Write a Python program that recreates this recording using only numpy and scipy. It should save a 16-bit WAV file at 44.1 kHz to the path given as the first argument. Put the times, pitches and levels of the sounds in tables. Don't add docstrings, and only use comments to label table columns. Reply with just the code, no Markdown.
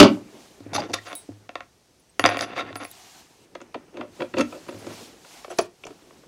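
import sys
import numpy as np
from scipy import signal
from scipy.fft import rfft, irfft, next_fast_len
from scipy.io import wavfile
from scipy.ndimage import uniform_filter1d

SR = 44100
rng = np.random.default_rng(int(sys.argv[2]) if len(sys.argv) > 2 else 0)


def voltage_ratio(decibels):
    exponent = np.asarray(decibels, float) / 20
    return 10 ** exponent


def file_out(sig):
    cols = np.atleast_2d(sig).T
    lim = np.clip(cols, -1, 1)
    pcm = np.round(lim * 32767).astype(np.int16)
    wavfile.write(sys.argv[1], SR, pcm)


N = 276507

# (time [s], peak [dB], thud [dB], bright [dB], contact [ms])
SLAM_HITS = [
    (0, 4.5, 4, 7, 3.5),
    (.01, -1.5, 6, -2, 3.3),
    (.027, -5, 11.5, 9, 4.6),
    (.036, -11, 12, -8, 2.2),
    (.046, -14, 12, -11, 6.1),
    (.065, -23, 10, 0, 12),
    (.17, -55.5, 27.5, -16, 5.8),
    (.214, -51, -2, -8, 1.4),
    (.35, -49.5, 12, -7.5, 3.8),
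]
# (frequency [Hz], width [Hz], level [dB])
CARCASS_MODES = [(190, 25, -12), (248, 28, -1), (297, 18, 2), (396.4, 52, -3.5), (544.4, 40, -4),
                 (593, 65, 2), (872, 140, 2.5), (1080, 290, 7.5), (1460, 250, 7.5), (1821, 220, 3.5),
                 (2440, 820, 6.5), (3080, 600, 9.5), (4740, 880, 2.5), (6800, 2200, -4)]
# (frequency [Hz], level [dB per Hz])
AIR_COLOUR = [(12, -13.5), (20, -20), (55, 2), (808, -11), (904, -11), (1270, -18), (3880, -17),
              (6080, -13.5), (7190, -20), (8500, -19), (16200, -32.5)]
# (frequency [Hz], decay by 60 dB [s])
GARAGE_DECAY = [(100, 0.4), (400, 0.2), (2000, 0.2), (6000, 0.15), (14000, 0.069)]
# (hands [dB], sleeve [dB])
AT_REST = (-67.5, -71)
# (start [s], hold [s], level [dB], fade by 20 dB [s])
SLEEVE_MOVES = [(.1, 0.049, -51, 0.1), (.4, 0.038, -53.5, 0.46), (1.05, 0.1, -53.5, 0.34),
                (2.39, 0.023, -44.5, -0.09), (2.93, 0.27, -51, 0.11), (2.75, 0.7, -61, -0.1),
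                (4.16, 0.075, -55, 0.1), (4.52, 0.017, -51.5, 0.43), (4.8, .05, -51, .5),
                (4.92, 0.13, -46.5, 0.14), (5.33, 0.048, -48, 0.27), (5.5, 0.16, -53.5, -0.06),
                (5.84, 0.37, -61, 0.3)]
# (frequency [Hz], level [dB per Hz])
CLOTH_COLOUR = [(410, -38), (700, -3), (852, -7), (1260, -12), (1380, -12.5), (3030, -10.5), (4210, -10.5),
                (6920, -12.5), (14000, -25), (16000, -31)]
# (start [s], hold [s], level [dB], fade by 20 dB [s])
HAND_MOVES = [
    (.27, 0.024, -51, 1),
    (.79, 0.019, -35.5, 0.1544),
    (1.05, 0.42, -59.5, -1.5),
    (2.37, 0.31, -44, 0.17),
    (3.8, 0.98, -54.5, 1.5),
    (4.87, 0.0092, -44, .5),
    (5.53, 0.034, -50.5, -0.5),
    (5.88, 0.39, -56.5, -0.3),
]
# (frequency [Hz], level [dB per Hz])
SHUFFLE_COLOUR = [(35, -41.5), (60, -20.5), (155, -9.5), (363, -4.5), (593, -12.5), (665, -14),
                  (759, -16.5), (3000, -26), (3900, -57), (6600, -120)]
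# (time [s], peak [dB], thud [dB], bright [dB])
PICK_UP_HITS = [(0.604, -42, 13.5, 0.5), (0.662, -49, 24, -18), (0.733, -23.5, -22, 1.5),
                (0.745, -23, -7, -7), (0.762, -13.5, -12, -1), (0.78, -23, -19, -16), (0.803, -27, -22, 2),
                (0.837, -26.5, 0, -19.5), (0.897, -33, 9, -4), (0.938, -17.5, -9.5, 4),
                (1.1288, -20.5, -12, -8), (1.289, -51.5, 29.5, -19), (1.319, -49, 10, -14.5)]
# (time [s], peak [dB], thud [dB], bright [dB])
DROP_HITS = [(1.492, -23, -6, -14.5), (1.555, -15, -21.5, -14), (1.606, -22.5, -12.5, -17),
             (2.1946, -3, -18, -3.5), (2.24, -1.5, -3.5, -10), (2.2528, 0.5, -8, -17),
             (2.2603, -1, -13, -1.5), (2.2662, -9, -6.5, -15), (2.2898, -7, -20, -10),
             (2.3703, -12.5, -33.5, -7.5), (2.391, -13.5, -38, -3.5), (2.4093, -14.5, -20, 4),
             (2.4205, -19, -2, -2), (2.432, -24, -5, -15), (2.708, -38, -13, -20), (2.7282, -29, -25, -10),
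             (2.7559, -22, -7, -2), (2.801, -29, -5, -14), (2.835, -25, -21, -4), (2.85, -21.5, -20, -3)]
# (middle [s], length [s], level [dB], thud [dB], bright [dB])
TABLE_SLIDES = [(0.754, 0.05, -31, -8, 4), (0.79, 0.062, -35.5, -2.5, 0.5), (0.836, .09, -41.5, 1, -4),
                (0.905, 0.05, -51, 14.5, -1), (0.94, 0.019, -21, -28, 3.5), (0.97, .07, -45, -34, 1),
                (1.071, .05, -41, -24, 1), (1.099, .07, -45.5, -13, -11), (2.324, .12, -29.5, -7.5, -15),
                (2.43, .06, -32, -20, 1), (2.505, .14, -42, -21, -16), (2.589, .1, -30, -29, -10),
                (2.682, .15, -45, -7, -22), (2.822, .08, -40, -7, -7)]
# (time [s], peak [dB])
GRAIN_SKIPS = [(.7506, -18.5), (.7958, -28), (.8196, -25.5), (.8272, -31), (1.0573, -39), (1.0714, -31),
               (1.0838, -33), (1.0998, -33), (1.1062, -34), (1.1118, -33), (1.1137, -35), (1.1185, -28),
               (2.2787, -19), (2.3006, -20), (2.3105, -24), (2.3228, -24), (2.3453, -21), (2.3573, -25),
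               (2.3621, -24), (2.4063, -22.5), (2.4261, -21.5), (2.445, -31), (2.5173, -34), (2.5318, -32),
               (2.5357, -30), (2.5632, -26), (2.5779, -20.5), (2.5942, -20.5), (2.6087, -22.5),
               (2.6234, -29), (2.6507, -36), (2.6644, -35), (2.6779, -36), (2.6901, -35), (2.7592, -27),
               (2.7615, -31), (2.7699, -34), (2.8063, -35), (2.8099, -33), (2.8136, -33), (2.8191, -34),
               (2.8232, -32.5), (2.8292, -30.5)]
# (frequency [Hz], width [Hz], level [dB])
TABLE_MODES = [(285.7, 35, 15), (547, 76, 7), (710, 51.5, 8.5), (1082, 58, 5), (1360, 135, 1.5),
               (1850, 112, 3), (2230, 370, -3), (2711, 140, 4.5), (3590, 316, 3), (4713, 260, 7.5),
               (6100, 990, -1.5), (7400, 900, -26)]
# (time [s], level [dB])
TABLE_PUSHES = [(.61, -51), (0.666, -47.5), (0.739, -42), (0.9, -48), (0.941, -50.5), (1.292, -46),
                (1.55, -61.5), (2.196, -43.5), (2.243, -39), (2.411, -48.5), (2.63, -52), (2.719, -48),
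                (3.99, -57.5), (4.2, -58.5), (4.345, -44.5), (4.387, -47.5), (4.737, -48), (4.865, -49.5),
                (5.589, -58)]
# (middle [s], length [s], frequency [Hz], width [Hz], level [dB])
PRESSED_WOOD = [(.785, .06, 824, 42, -29), (.75, 0.032, 5400, 150, -39), (.734, 0.0099, 580, 270, -31.5),
                (.762, .04, 1170, 60, -30), (.795, .03, 620, 120, -28.5), (.905, .05, 700, 250, -38),
                (.955, .04, 1150, 100, -35.5), (0.99, .03, 1900, 150, -39), (2.585, .06, 2200, 140, -33),
                (2.6, .05, 3650, 190, -36.5), (2.635, 0.0248, 297, 58, -38), (2.695, .05, 2000, 250, -46),
                (2.71, 0.0251, 647, 100, -39.5), (4.39, .055, 544, 29, -23), (4.393, .06, 285, 31, -22.5),
                (4.417, .018, 420, 215, -25), (4.45, .1, 295, 21, -32), (2.258, .035, 720, 96, -20.5),
                (2.42, .06, 700, 120, -33), (5.603, 0.035, 680, 100, -23), (3.755, .03, 620, 140, -33),
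                (4.41, .03, 1170, 100, -30), (4.375, 0.014, 2650, 220, -33), (5.875, 0.055, 499, 330, -44),
                (5.91, 0.0396, 335, 70, -42.5)]
# (middle [s], length [s], frequency [Hz], width [Hz], level [dB])
RUBBED_KEY = [(1.092, 0.055, 10410, 10, -55), (1.2, 0.032, 10410, 33, -66), (2.1, .02, 8300, 150, -58.5),
              (.757, .05, 6050, 250, -33.5), (.757, .045, 11100, 300, -41), (.75, .04, 10400, 230, -43),
              (.768, .03, 4200, 140, -36), (.94, .016, 6600, 500, -30), (.942, .025, 10800, 600, -38),
              (2.225, 0.097, 10410, 40, -50), (2.22, 0.068, 11160, 40, -52), (2.33, .08, 10030, 40, -59),
              (2.376, .025, 15500, 120, -59), (2.38, .03, 9000, 100, -56), (2.425, 0.054, 10450, 330, -46),
              (2.44, .1, 11200, 40, -62), (2.485, .05, 10400, 20, -66), (2.59, .05, 11050, 250, -57),
              (2.9, .07, 7100, 200, -63), (2.78, 0.058, 10410, 15, -48), (2.768, 0.027, 10950, 200, -49),
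              (2.772, .04, 8650, 300, -53), (2.766, .03, 13500, 1500, -52), (2.825, .06, 10950, 120, -54),
              (2.855, 0.0603, 10410, 20, -55), (2.875, .06, 15500, 120, -59), (1.19, .09, 15510, 30, -60),
              (2.895, .04, 10450, 60, -57), (5.512, .04, 6050, 400, -50), (5.512, .02, 7800, 200, -49),
              (5.512, .035, 10750, 400, -52), (5.578, .02, 10700, 500, -50),
              (5.618, .035, 9900, 250, -42.5), (5.615, .04, 15600, 80, -60)]
# (time [s], decay by 60 dB [s], frequency [Hz], width [Hz], level [dB])
METAL_TICKS = [(.762, 0, 890, 496, -21), (.7815, 0.04, 910, 500, -21), (.897, -0.06, 455, 200, -31),
               (1.072, 0.08, 1510, 500, -38), (1.1582, .012, 11000, 3000, -38),
               (3.551, -0.03, 6500, 899, -41.5), (3.614, 0.03, 6440, 1200, -47),
               (3.726, 0, 3500, 1500, -48), (4.078, 0, 1800, 500, -47), (2.2893, -0.02, 700, 300, -17),
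               (.7815, -0.03, 4800, 500, -28), (.802, .025, 4750, 150, -29.5), (.89, -0.04, 6200, 600, -44),
               (.9165, .012, 6100, 500, -43), (.9165, -0.07, 4200, 400, -40), (.928, -0.14, 4000, 400, -42),
               (2.421, -0.02, 4600, 900, -25), (2.846, 0.011, 11500, 2800, -37),
               (2.9037, .008, 12000, 2500, -46.5), (2.9137, 0.012, 11500, 2800, -33),
               (5.837, .035, 2800, 500, -33), (5.852, 0.016, 5900, 900, -37),
               (5.867, 0.03, 6500, 1800, -42), (6.108, 0, 1490, 501, -41), (6.236, -0.05, 600, 300, -44)]
# (time [s], peak [dB], upper tone [dB])
KEY_CLINKS = [
    (1.129, -57.5, -16),
    (1.9978, -62.5, -5.5),
    (2.1952, -41, 7),
    (2.2613, -46, -4),
    (2.4089, -46, -5),
    (2.7564, -52, -8),
    (2.8465, -49, 9),
    (4.3856, -52, 7),
    (4.6838, -57, 3),
    (4.7875, -57, -1),
]
# (time [s], peak [dB], upper tone [dB])
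SPARE_CLINK_HITS = [
    (2.2951, -45.5, -8),
    (2.373, -51, 4),
    (2.9047, -64, 19),
]
# (time [s], peak [dB], upper tone [dB], ring time [s])
DANGLING_CLINK = [
    (1.1525, -33.5, -3, 0.06),
]
# (time [s], level [dB], ring time [s])
LOOSE_SWINGS = [
    (1.153, -43.5, 0.07),
    (2.375, -62, .015),
    (2.914, -45, 0.004),
]
# (frequency [Hz], level [dB], decay by 60 dB [s])
KEY_TONES = [(10390, -1, 0.2), (10200, -28.5, 0.2), (15510, -18, .1)]
# (frequency [Hz], level [dB], decay by 60 dB [s])
KEY_UPPER = [(11160, 0, .2)]
# (frequency [Hz], level [dB], decay by 60 dB [s])
KEY_BENDING = [(3833, -1, .22), (8231, 0, .6)]
# (frequency [Hz], level [dB], decay by 60 dB [s])
SPARE_TONES = [(10030, 0, .2)]
# (frequency [Hz], level [dB], decay by 60 dB [s])
SPARE_UPPER = [(10860, 0, .2)]
# (time [s], peak [dB], thud [dB], bright [dB])
DOOR_HITS = [(3.551, -24, -15, -14), (3.603, -32.5, -17, -20), (3.614, -33, -0.5, -16),
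             (3.743, -19.5, -26.5, -22), (3.754, -33.5, 9, -32), (3.94, -42, 6.5, -16.5),
             (3.97, -27.5, -25, -14), (4.009, -21.5, -12, -30), (4.2035, -20, -4.5, -18),
             (4.218, -16.5, -8.5, -35), (4.338, -19.5, -1.5, -31), (4.368, -20.5, 4, -18),
             (4.382, -16, 1, -4.5), (4.394, -19, 0, -9), (4.407, -12, -3, -2), (4.524, -30, -16, -11.5),
             (4.686, -25, -2, -23), (4.692, -32, -21, -5), (4.722, -38, 3.5, -8), (4.743, -37.5, 7.5, -7),
             (4.843, -44, 12, -18.5), (4.866, -29.5, 7, -5), (4.903, -37, 1, -18), (5.247, -38, -29, -18)]
# (middle [s], length [s], level [dB], thud [dB], bright [dB])
BARREL_TURNS = [
    (3.999, 0.18, -48.5, 8, -32),
    (4.213, 0.075, -45.5, 9.5, -13),
    (4.394, 0.081, -31, 4.5, -8),
    (4.547, .1, -47.5, 5, -13),
    (4.906, .14, -49.5, -7, -17),
    (5.515, 0.045, -39.5, 0.5, -14),
    (5.895, 0.091, -59.5, 0, -0.5),
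]
# (time [s], peak [dB])
SLOT_PROBES = [
    (4.6655, -41),
    (4.6833, -38),
    (4.7105, -39),
    (4.8763, -39),
    (5.5821, -37),
]
# (frequency [Hz], width [Hz], level [dB])
DOOR_MODES = [(240.8, 10.4, 5.5), (297, 26.5, 8), (353.3, 21, 10.5), (542, 53, 11), (597.5, 32, 12),
              (712, 47, 6), (973, 69, 1.5), (1334, 132, 5), (1950, 270, -8.5), (2260, 340, -0.5),
              (2687, 173, -0.5), (3320, 270, 0.5), (4480, 630, -9), (6440, 580, 0.5)]
# (time [s], peak [dB], thud [dB], bright [dB])
LOCKED_HITS = [(5.4455, -23.5, -17, -18), (5.479, -38, 11, -17), (5.502, -40, -4, -8),
               (5.517, -34, -2, -12), (5.586, -12.5, -6, 5), (5.5872, -5, 1.5, -15), (5.602, -23, 3.5, -11),
               (5.619, -38.5, -17.5, -8), (5.836, -32, -0.5, -5), (5.867, -25.5, -4, -6),
               (5.852, -41, 15, -4), (5.906, -34, -7.5, -17), (6.108, -39.5, -12, -14),
               (6.235, -46.5, 4.5, -21)]
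# (frequency [Hz], width [Hz], level [dB])
LOCKED_MODES = [(354.2, 15, 4.5), (440, 53, 7), (587, 98, 7), (724, 83, 11), (1033, 114, 2),
                (1400, 180, 3.5), (1800, 48, -5), (2340, 290, 0.5), (2800, 260, -1.5), (3310, 230, 2),
                (4350, 700, 0), (6030, 3300, 2)]


def along(points, hz):
    f, v = np.transpose(points)
    return np.interp(np.log(hz + 1), np.log(f + 1), v)


def filtered(x, response):
    m = next_fast_len(N + SR // 2)
    return irfft(rfft(x, m) * response(np.fft.rfftfreq(m, 1 / SR)), m)[..., :N]


def unit(x):
    return x / np.sqrt(np.mean(x ** 2) + 1e-20)


def timed(hits, ms):
    return [(*hit, ms * voltage_ratio(0.18 * (hit[1] + 22.0))) for hit in hits]


def forces(hits, strokes, grit_db, snap):
    force = np.zeros((3, N + SR))
    t = np.arange(SR // 10) / SR
    for s, db, thud_db, bright_db, ms in hits:
        u = t * 1000 / max(ms, .2)
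        burst = (u + 0.12) * np.exp(-1.5 * u) * rng.standard_normal((3, len(t)))
        burst[0] = 0.55 * burst[0] + 3 * np.exp(-t / 0.00022)
        burst[1:, 0] += [snap, snap / 3]
        burst /= np.linalg.norm(burst, axis=1, keepdims=True)
        start = round(s * SR)
        force[:, start:start + len(t)] += voltage_ratio([[db + thud_db - 12.5], [db], [db + bright_db]]) * burst
    for s, length, db, thud_db, bright_db in strokes:
        u = np.arange(SR // 4) / SR / length
        grain = voltage_ratio(grit_db * rng.standard_normal(len(u) // 40 + 1)).repeat(40)[:len(u)]
        grit = rng.standard_normal((3, len(u))) * grain
        swell = np.sin(np.pi * np.minimum(u, 1)) ** 2
        start = round((s - length / 2) * SR)
        level = voltage_ratio([[db + thud_db], [db], [db + bright_db]])
        force[:, start:start + len(u)] += level * 0.177 * swell * grit
    return force[:, :N]


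def body(force, modes, direct_db, low_hz, top_hz):
    def below(f, hz):
        return 1 / (1 + 1.4j * f / hz - (f / hz) ** 2)

    def above(f, hz):
        return below(f, hz) * (f / hz) ** 2

    def response(f):
        panel = voltage_ratio(direct_db)
        for k, (centre, width, db) in enumerate(modes):
            mode = 1j * f * width / (centre * centre - f * f + 1j * f * width)
            panel = panel + (-1) ** k * voltage_ratio(db) * mode
        thud = above(f, low_hz) * below(f, 570) ** 2
        knock = above(f, 480) * below(f, 3000) ** 2
        bright = above(f, 2200) * below(f, top_hz) ** 2
        bands = panel * np.array([thud, knock, bright])
        return bands / np.abs(irfft(bands)).max(axis=1, keepdims=True)

    return filtered(force, response).sum(0)


def door_slam():
    force = forces(SLAM_HITS, [], grit_db=0, snap=.5)
    return body(force, CARCASS_MODES, direct_db=-15.0, low_hz=190, top_hz=10700)


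def garage(x):
    out = np.zeros(N + 2 * SR)
    step = SR // 5
    for start in range(0, N, step):
        hz, t, z = signal.stft(rng.standard_normal(SR // 2), SR, nperseg=256)
        decay = voltage_ratio(-60 * t / along(GARAGE_DECAY, hz)[:, None])
        tail = signal.istft(z * decay, SR, nperseg=256)[1]
        wet = signal.fftconvolve(x[start:start + step], tail / np.linalg.norm(tail))
        out[start + 200:][:len(wet)] += wet
    return out[:N]


def rush(spectrum, patchy_db):
    z = signal.stft(rng.standard_normal(N), nperseg=256)[2]
    field = uniform_filter1d(uniform_filter1d(rng.standard_normal(z.shape), 6, 0), 8, 1)
    x = signal.istft(z * voltage_ratio(patchy_db * unit(field)), nperseg=256)[1][:N]
    return unit(filtered(x, lambda hz: voltage_ratio(along(spectrum, hz))))


def still_air():
    return voltage_ratio(-56.5 - 6.5) * rush(AIR_COLOUR, patchy_db=.4)


def gestures(moves, rest_db):
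    t = np.arange(0, N, 64) / SR
    power = voltage_ratio(2 * rest_db)
    for s, hold, db, fade in moves:
        away = np.maximum(np.maximum(s - t, t - s - abs(hold)), 0)
        power = power + voltage_ratio(2 * (db - 20 * away / max(fade, .02)))
    return np.interp(np.arange(N) / SR, t, np.sqrt(power))


def sleeve():
    return gestures(SLEEVE_MOVES, AT_REST[1]) * rush(CLOTH_COLOUR, patchy_db=1.2)


def hands():
    return gestures(HAND_MOVES, AT_REST[0]) * rush(SHUFFLE_COLOUR, patchy_db=2.5)


def taps(rows, thud_db, bright_db, ms):
    s, db = np.transpose(rows)
    force = np.zeros(N)
    force[np.round(s * SR).astype(int)] = -voltage_ratio(db)
    push = np.exp(-np.arange(SR // 100) / SR * 1000 / max(ms, .01))
    pushes = np.convolve(force, push / np.linalg.norm(push))[:N]
    return voltage_ratio([[thud_db], [0], [bright_db]]) * pushes


def key_on_table():
    hits = timed(PICK_UP_HITS, ms=1.5) + timed(DROP_HITS, ms=0.64)
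    force = forces(hits, TABLE_SLIDES, grit_db=3, snap=3.84)
    force = force + taps(GRAIN_SKIPS, thud_db=-17, bright_db=-9, ms=0.04)
    return body(force, TABLE_MODES, direct_db=-12, low_hz=165.0, top_hz=9000)


def table_boom(hz, t60, rise):
    out = np.zeros(N + SR)
    t = np.arange(SR // 2) / SR
    for s, db in TABLE_PUSHES:
        envelope = voltage_ratio(db + 8.5 - 60 * t / t60) * (1 - np.exp(-t / rise))
        out[round(s * SR):][:len(t)] += envelope * np.sin(2 * np.pi * hz * t)
    return out[:N]


def narrow(rows, struck):
    out = np.zeros(N + SR)
    t = np.arange(SR // 8) / SR
    for s, length, hz, width, db in rows:
        keep = np.exp(-2 * np.pi * max(width, 10) / SR)
        drive = rng.standard_normal((2, 2 * len(t)))
        slow = signal.lfilter([1], np.poly([keep] * 3), drive[0] + 1j * drive[1])[len(t):]
        u = t / max(length, .004)
        if struck:
            shape = voltage_ratio(-60 * u) * (1 - np.exp(-t / 0.00033))
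            start = round(s * SR)
        else:
            shape = np.sin(np.pi * np.minimum(u, 1)) ** 2
            start = round((s - length / 2) * SR)
        sound = shape * (slow * np.exp(2j * np.pi * hz * t)).real
        out[start:start + len(t)] += voltage_ratio(db) * sound * np.linalg.norm(shape) / np.linalg.norm(sound)
    return out[:N]


def handling():
    rubbed = narrow(RUBBED_KEY, struck=False)
    pressed = narrow(PRESSED_WOOD, struck=False)
    ticks = narrow(METAL_TICKS, struck=True)
    return rubbed + pressed + ticks


def tones(modes, held, rings_on=.1):
    t = np.arange(SR // 4) / SR
    ring = 0
    for hz, level, t60 in modes:
        decay = voltage_ratio(level + rng.normal(0, 1.6) - 60 * t / t60)
        ring = ring + decay * np.sin(2 * np.pi * (hz * t + rng.random()))
    return ring * (rings_on + 1 / (1 + (t / max(held, .003)) ** 3.5))


def grip():
    return .021 * voltage_ratio(3 * rng.standard_normal())


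def keys_ringing():
    out = np.zeros(N + SR)
    t = np.arange(SR // 4) / SR
    clinks = [(*c, grip(), KEY_TONES, KEY_UPPER) for c in KEY_CLINKS]
    clinks += [(*c, grip(), SPARE_TONES, SPARE_UPPER) for c in SPARE_CLINK_HITS]
    clinks += [(*c, KEY_TONES, KEY_UPPER) for c in DANGLING_CLINK]
    for s, db, upper_db, held, low, high in clinks:
        tick = voltage_ratio(1.5 - 60 * t / 0.0095) * np.diff(rng.standard_normal(len(t) + 1))
        ring = tones(low, held) + voltage_ratio(upper_db - 5) * tones(high, held)
        out[round(s * SR):][:len(t)] += voltage_ratio(db + 1.0) * (ring + tick)
    for s, db, held in LOOSE_SWINGS:
        out[round(s * SR):][:len(t)] += voltage_ratio(db) * tones(KEY_BENDING, held, rings_on=0)
    return out[:N]


def key_in_lock():
    force = forces(timed(DOOR_HITS, ms=3.4), BARREL_TURNS[:-2], grit_db=-1.5, snap=1.0)
    force = force + taps(SLOT_PROBES, thud_db=-27, bright_db=-4, ms=.03)
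    return body(force, DOOR_MODES, direct_db=-9.0, low_hz=146, top_hz=6500)


def key_on_locked_door():
    force = forces(timed(LOCKED_HITS, ms=2.8), BARREL_TURNS[-2:], grit_db=5, snap=2.9)
    return body(force, LOCKED_MODES, direct_db=-8.0, low_hz=300, top_hz=8805)


def scene():
    slam = door_slam()
    near = voltage_ratio(-3.0) * key_on_table() + voltage_ratio(-0.5) * key_in_lock() + voltage_ratio(-2.0) * key_on_locked_door()
    fine = keys_ringing() + handling()
    room = garage(voltage_ratio(-7.0) * slam + voltage_ratio(-12.5) * near + voltage_ratio(-17) * fine)
    hum = table_boom(hz=104.5, t60=.45, rise=.012)
    return (slam + near + fine + room + hum + hands() + sleeve() + still_air())[None]


def roll_off(x):
    return signal.sosfilt(signal.butter(12, 16440, fs=SR, output="sos"), x)


def record(dry):
    clipped = dry / (1 + np.abs(dry / .98) ** 8) ** (1 / 8)
    limited = filtered(clipped, lambda hz: np.where(hz < 15800, 1, voltage_ratio(-16)))
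    return roll_off(limited)


dry = scene()
out = record(dry)
file_out(out)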